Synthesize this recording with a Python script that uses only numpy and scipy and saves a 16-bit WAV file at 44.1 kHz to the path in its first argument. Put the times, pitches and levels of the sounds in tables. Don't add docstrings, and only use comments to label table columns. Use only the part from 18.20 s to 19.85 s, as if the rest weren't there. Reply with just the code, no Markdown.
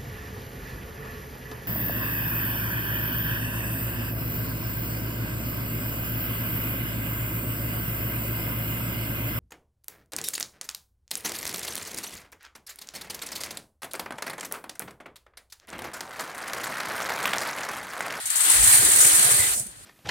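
import sys
import numpy as np
from scipy import signal
from scipy.io import wavfile
from scipy.ndimage import uniform_filter1d

SR = 44100
rng = np.random.default_rng(int(sys.argv[2]) if len(sys.argv) > 2 else 0)


def volts_from_decibels(level):
    exponent = np.asarray(level, float) / 20
    return 10 ** exponent


def unload_audio(sound):
    columns = np.transpose(np.atleast_2d(sound))
    steps = np.round(np.clip(columns, -1, 1) * 32767)
    wavfile.write(sys.argv[1], SR, steps.astype(np.int16))


N = 72765


def rms_one(x):
    return x / np.sqrt(np.mean(x ** 2) + 1e-20)


def in_time(rows):
    s, *columns = np.transpose(rows)
    return [np.interp(np.arange(N) / SR, s, c) for c in columns]


def at_hz(points, hz):
    table_hz, values = np.transpose(points)
    return np.interp(np.log(hz), np.log(table_hz), values)


def pan(db):
    return volts_from_decibels(np.array([db / 2, -db / 2]))


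def step(s, over_s, before_db, after_db):
    passed = .5 + .5 * np.tanh((np.arange(N) / SR - s) / over_s)
    return volts_from_decibels(before_db + (after_db - before_db) * passed)


def burst(s, length, attack_s):
    t = np.maximum(np.arange(N) / SR - s, 0)
    return (1 - np.exp(-t / attack_s)) ** 2 * np.exp(-(t / length) ** 3)


def drift(rate):
    r = np.exp(-80 * np.pi * rate / SR)
    noise = rng.standard_normal(N // 40 + 2002)
    slow = signal.lfilter([1], [1, -2 * r, r * r], noise)[2000:]
    return np.interp(np.arange(N) / 40, np.arange(len(slow)), rms_one(slow - slow.mean()))


def resonate(x, hz, width_hz):
    r = np.exp(-np.pi * width_hz / SR)
    zeros = np.array([1, 0, -1]) * (1 - r * r) / 2
    return signal.lfilter(zeros, [1, -2 * r * np.cos(2 * np.pi * hz / SR), r * r], x)


GRAINS_PER_S, GRAIN_SPREAD_DB, CLUMP_DB = 9000, 2, 0.5


def grains():
    sizes = volts_from_decibels(GRAIN_SPREAD_DB * np.minimum(rng.exponential(1, (6, N)), 5))
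    sizes = sizes * rng.choice([-1, 1], (6, N))
    struck = rng.random((6, N)) < GRAINS_PER_S / SR
    clumps = volts_from_decibels(CLUMP_DB * drift(37.0) + 0.41 * drift(135.0))
    return rms_one(sizes * struck * clumps + 1e-18)


# (f/Hz, left-right level/dB)
PORT_BALANCE = [(60, -7), (130, 2), (290, 3), (640, 1), (1410, 5.5), (3100, 5.5), (6820, 1), (15000, -1)]
# (f/Hz, likeness [0 to 1])
LIKENESS = [(60, 0.73), (300, 0.77), (700, 0.77), (1300, 0.54), (2500, 0.095), (9000, 0.069)]
PORT_LAG_S = .0004


def coloured(trains, spectrum, patchy_db):
    low_hz, high_hz = spectrum[0][0], min(spectrum[-1][0], .4 * SR)
    edges = np.geomspace(low_hz, high_hz, int(4 * np.log2(high_hz / low_hz)) + 2)
    out, trains = 0, trains.reshape(2, 3, N)
    for k, (low, high) in enumerate(zip(edges, edges[1:])):
        band = signal.butter(2, [low, high], "band", fs=SR, output="sos")
        both, left, right = signal.sosfilt(band, trains[k % 2])
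        hz = np.sqrt(low * high)
        alike = at_hz(LIKENESS, hz)
        shared = np.array([np.roll(both, int(PORT_LAG_S * SR)), both])
        pair = np.sqrt(alike) * shared + np.sqrt(1 - alike) * np.array([left, right])
        level = volts_from_decibels(at_hz(spectrum, hz) + patchy_db * drift(13.8))
        out = out + level * pan(at_hz(PORT_BALANCE, hz))[:, None] * pair
    return rms_one(out)


# (t/s, grit level/dB, pressure on the sheet/dB, place left-right/dB)
DRAG = [(0, -34.5, -7, -1), (.055, -37.5, -6, 1), (.058, -30.5, -13.5, -1), (.1, -31.5, -9, 2),
        (.104, -24.5, -12, 1.5), (.152, -29.5, -7, 0.5), (.158, -26, -11, 1.5), (.245, -22.5, -9, 2.5),
        (.30, -19, -10, 2.5), (.42, -18.5, -10.5, 0.5), (.554, -16.5, -9.5, -2.5), (.6, -19, -10.5, 0),
        (.85, -17.5, -12, -2.5), (.9, -17, -10.5, -1.5), (1.12, -19, -10, -1), (1.4, -25, -11, -2.5),
        (1.44, -37, -5.5, 0), (1.53, -47.5, 3, -1)]


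def scrape():
    level_db, pressure_db, place_db = in_time(DRAG)
    steady = volts_from_decibels(level_db) * pan(place_db)
    crunch, rings = catches()
    return grit(steady, crunch) + rings + sheet(steady, pressure_db, crunch)


# (t/s, peak level/dB, length/s, place left-right/dB, f/Hz)
CATCHES = [(0.055, -16, 0.012, 3, 7560), (0.067, -19, 0.014, 3, 8750), (.1012, -13, 0.0083, 16, 7700),
           (0.155, -13, 0.035, 6.5, 7400), (0.204, -11, 0.02, 9, 8600), (0.25, -9.5, 0.0079, 4, 8850),
           (.298, -5, 0.0094, 2, 9100), (.311, -5, 0.0037, 6, 8700), (0.316, -7.5, 0.011, 1, 9300),
           (.345, -13, 0.018, -6, 8900), (.415, -15, 0.0037, 0, 8900), (0.438, -9.5, 0.02, 6, 8100),
           (0.473, -7, 0.028, 0, 8800), (0.512, -6, .005, -5, 8800), (0.522, -7, 0.076, 2, 9000),
           (.581, -6, .005, 0, 8600), (0.647, -9.5, 0.018, 3, 8700), (0.698, -8, 0.0028, 4.5, 8700),
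           (0.715, -9, 0.012, 5, 8300), (0.731, -10.5, 0.015, 2, 8800), (.759, -7, 0.006, -6, 9300),
           (0.784, -8.5, 0.025, -3, 8140), (0.802, -5.5, 0.044, 4.5, 6960), (0.846, -4, 0.011, -1, 8900),
           (0.862, -9, 0.021, 7, 8600), (0.93, -12, 0.009, -8, 9200), (0.947, -6.5, 0.011, -4, 9200),
           (0.993, -8, 0.0085, -3, 8600), (1.026, -7, 0.0072, -4, 9300), (1.043, -8.5, 0.016, -7, 9000),
           (1.112, -9.5, 0.028, -1, 9000), (1.148, -14, .005, -5, 8700), (1.186, -17, .005, -3, 9000),
           (1.195, -16.5, .022, -6, 9000), (1.34, -16, .008, -2, 8200), (1.397, -8.5, 0.0029, -5, 9000),
           (1.465, -25, 0.0085, -7, 8900)]
CATCH_DB, CATCH_ATTACK_S = -11.5, .0007
CATCH_RING_DB, CATCH_WIDTH_HZ = -12, 820


def catches():
    crunch, rings, noise = 0, 0, grains()[:2]
    for s, db, length, place, hz in CATCHES:
        side = pan(np.clip(place, -8, 8))[:, None]
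        contact = volts_from_decibels(db) * burst(s, length, CATCH_ATTACK_S) * side
        crunch = crunch + (volts_from_decibels(CATCH_DB) * contact) ** 2
        rings = rings + contact * rms_one(resonate(noise, hz, CATCH_WIDTH_HZ))
    return crunch, volts_from_decibels(CATCH_RING_DB) * rings


# (f/Hz, level/dB per Hz)
GRIT = [(4500, -19), (5500, -13), (6500, -7.5), (8000, -1.5), (9200, -1.5), (11000, -8), (13000, -8),
        (17500, -19)]
LIFT_S = 1.345
DULLED_HZ, DULLED_DB = 10600, -7


def grit(steady, crunch):
    hiss = volts_from_decibels(0.5) * np.sqrt(steady ** 2 + crunch) * coloured(grains(), GRIT, patchy_db=.9)
    lost = hiss * (1 - step(LIFT_S, 0.027, 0, DULLED_DB))
    high_pass = signal.butter(1, DULLED_HZ, "high", fs=SR, output="sos")
    return hiss - signal.sosfilt(high_pass, lost)


# (f/Hz, level/dB per Hz)
SHEET = [(620, -11), (850, -6), (1100, -4.5), (1500, -2.5), (2000, -2.5), (2400, -7), (4300, -4.5),
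         (5500, -16.5)]
CATCH_SHEET_DB = -11
LIFT_FALL_S, LIFT_DB = .008, -11


def sheet(steady, pressure_db, crunch):
    pressed = (volts_from_decibels(pressure_db + 5.0) * steady) ** 2
    drive = np.sqrt(pressed + volts_from_decibels(2 * CATCH_SHEET_DB) * crunch)
    drive = drive * step(LIFT_S, LIFT_FALL_S, 0, LIFT_DB)
    return drive * coloured(grains(), SHEET, patchy_db=1.1)


# (t/s of the crest, peak level/dB, place left-right/dB, f/Hz)
SHUDDERS = [(.325, -52, 1, 55), (.35, -44, -3, 110), (0.367, -38.5, -11, 59), (.39, -33, -13, 55),
            (.395, -43, 10, 124), (0.414, -33, -13, 53.3), (0.441, -36.5, 4, 145), (0.469, -41.5, 8, 169),
            (0.443, -32, -4, 64), (0.484, -31, 1, 103), (0.519, -36, -8, 53), (0.548, -34.5, 0, 120),
            (0.586, -36, -3, 60), (0.602, -30.5, 1, 114), (0.636, -38, 2, 177), (.656, -39, 4, 86),
            (.702, -45, 5, 80), (.728, -41, -6, 80.5), (.747, -40, -6, 98), (0.802, -42, -4, 107),
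            (0.858, -34.5, 1, 123), (.94, -38, -5, 85.6), (.994, -40, -3, 129), (1.021, -45, -8, 149),
            (1.062, -32.5, 2, 126), (1.051, -43, 0, 188), (1.086, -41, -3, 170), (1.123, -35, -2, 123),
            (1.147, -33, -4, 129), (1.203, -30, -5, 94), (1.235, -38.5, -6, 110), (1.28, -42, -5, 118),
            (1.315, -45, -8, 59), (1.338, -47, 6, 80), (1.367, -50, -6, 55), (1.379, -46, -13, 217),
            (1.41, -37, 5.5, 124), (1.465, -42.5, -7, 202), (1.489, -48, -4, 60), (1.43, -46, 0.5, 215),
            (1.531, -55, -6, 110), (1.638, -52, -5, 80)]
SHUDDER_DB = 2.5
RISE_S, RISE_CYCLES = .0025, .28


def shudders():
    out, phases = np.zeros((2, N)), rng.uniform(0, 2 * np.pi, len(SHUDDERS))
    for (s, db, place, hz), phase in zip(SHUDDERS, phases):
        rise = RISE_S + RISE_CYCLES / hz
        t = np.maximum(np.arange(N) / SR - s + 2.7 * rise, 0) / rise
        swell = (t / 2) ** 2 * np.exp(2 - t)
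        swing = np.sin(2 * np.pi * hz * rise * t + phase)
        out += volts_from_decibels(db + SHUDDER_DB) * swell * swing * pan(place)[:, None]
    return out


# (t/s, level/dB)
DRUMMING = [
    (.15, -79),
    (.23, -54),
    (.27, -45),
    (.56, -43),
    (.59, -38.5),
    (1.06, -36.5),
    (1.3, -40),
    (1.48, -57),
    (1.53, -69),
]
# (f/Hz, level/dB per Hz)
PANEL = [(170, -5.5), (230, -17), (300, -6.5), (400, -4.5), (500, -5), (780, -7.5)]


def drumming():
    level_db, = in_time(DRUMMING)
    return volts_from_decibels(level_db) * coloured(grains(), PANEL, patchy_db=3.0)


# (t/s, length/s, f/Hz,
# width/Hz, level/dB)
RUBS = [(0.243, 0.074, 300, 30, -48), (.31, 0.14, 302, 30, -49.5), (0.448, 0.22, 1750, 605, -33.5),
        (0.619, 0.064, 307, 30, -36), (0.697, 0.099, 309, 30, -42.5), (0.818, 0.056, 311, 30, -39),
        (0.878, .045, 311, 30, -46), (1.062, 0.041, 705, 120, -34), (1.184, 0.09, 2020, 170, -31),
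        (1.365, 0.054, 640, 169, -45.5), (1.413, 0.048, 9100, 500, -47), (1.465, 0.05, 9150, 500, -47),
        (1.642, .02, 1410, 200, -48)]
RUB_ATTACK_S, RUB_PAN_DB = 0.0036, 7
EVEN_CYCLES = 2.5


def rubs():
    out = 0
    for (s, length, hz, width_hz, db), rub in zip(RUBS, rng.standard_normal((len(RUBS), N))):
        note = resonate(resonate(rub, hz, width_hz), hz, width_hz)
        power = uniform_filter1d(note ** 2, int(EVEN_CYCLES * SR / width_hz) + 1)
        note = note / np.sqrt(power + 0.18 * np.mean(note ** 2))
        out = out + volts_from_decibels(db) * burst(s, length, RUB_ATTACK_S) * note * pan(RUB_PAN_DB)[:, None]
    return out


# (t/s, level/dB, place left-right/dB)
DRAUGHT = [
    (0.2, -69, -6.0),
    (0.304, -50, -5),
    (0.41, -42, -10),
    (0.5, -35.5, -4),
    (0.8, -44, -10),
    (1.0, -52, -4),
    (1.12, -38, -4),
    (1.3, -47, -1),
    (1.65, -64, -17),
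]
DRAUGHT_HZ, DRAUGHT_WIDTH_HZ, DRAUGHT_LIKENESS = 49.5, 14, .5


def draught():
    level_db, place_db = in_time(DRAUGHT)
    puffs = resonate(rng.standard_normal((3, N)), DRAUGHT_HZ, DRAUGHT_WIDTH_HZ)
    both, left, right = resonate(puffs, DRAUGHT_HZ, DRAUGHT_WIDTH_HZ)
    own = np.sqrt(1 - DRAUGHT_LIKENESS) * np.array([left, right])
    return volts_from_decibels(level_db - 4.5) * pan(place_db) * rms_one(np.sqrt(DRAUGHT_LIKENESS) * both + own)


# (f/Hz, level/dB per Hz)
FLOOR = [(500, 10), (1200, 2), (3000, -15), (5500, -10), (7500, 7), (9000, -1), (11000, -10), (17500, -14)]
FLOOR_DB = -58


def quiet_air():
    return volts_from_decibels(FLOOR_DB) * coloured(rng.standard_normal((6, N)), FLOOR, patchy_db=-1.0)


# (f/Hz, level/dB per Hz)
SHED = [(50, 12), (70, -10), (120, 5.5), (200, 0), (350, -5), (600, -11.5)]
SHED_DB = -55
OPENS_S, OPENING_S, SHUT_DB = 0.32, 0.055, -4


def shed_murmur():
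    gap = step(OPENS_S, OPENING_S, SHUT_DB, 0)
    return volts_from_decibels(SHED_DB) * gap * coloured(rng.standard_normal((6, N)), SHED, patchy_db=-4.0)


def scene():
    return scrape() + shudders() + drumming() + rubs() + draught() + quiet_air() + shed_murmur()


def band_limit(x):
    return signal.sosfilt(signal.butter(12, 15950, fs=SR, output="sos"), x)


PORT_HZ, PORT_WIDTH_HZ = 9000, 1270
CUTOFF_HZ, CEILING = 15940, .86


def record(dry):
    x = signal.sosfilt(signal.butter(3, 42.0, "high", fs=SR, output="sos"), dry)
    x = volts_from_decibels(-2.0) * (x + resonate(x, PORT_HZ, PORT_WIDTH_HZ))
    x = x / (1 + (np.abs(x) / CEILING) ** 4) ** .25
    x = signal.sosfilt(signal.ellip(16, .5, 95, CUTOFF_HZ, fs=SR, output="sos"), x)
    return band_limit(x)


dry = scene()
out = record(dry)
unload_audio(out)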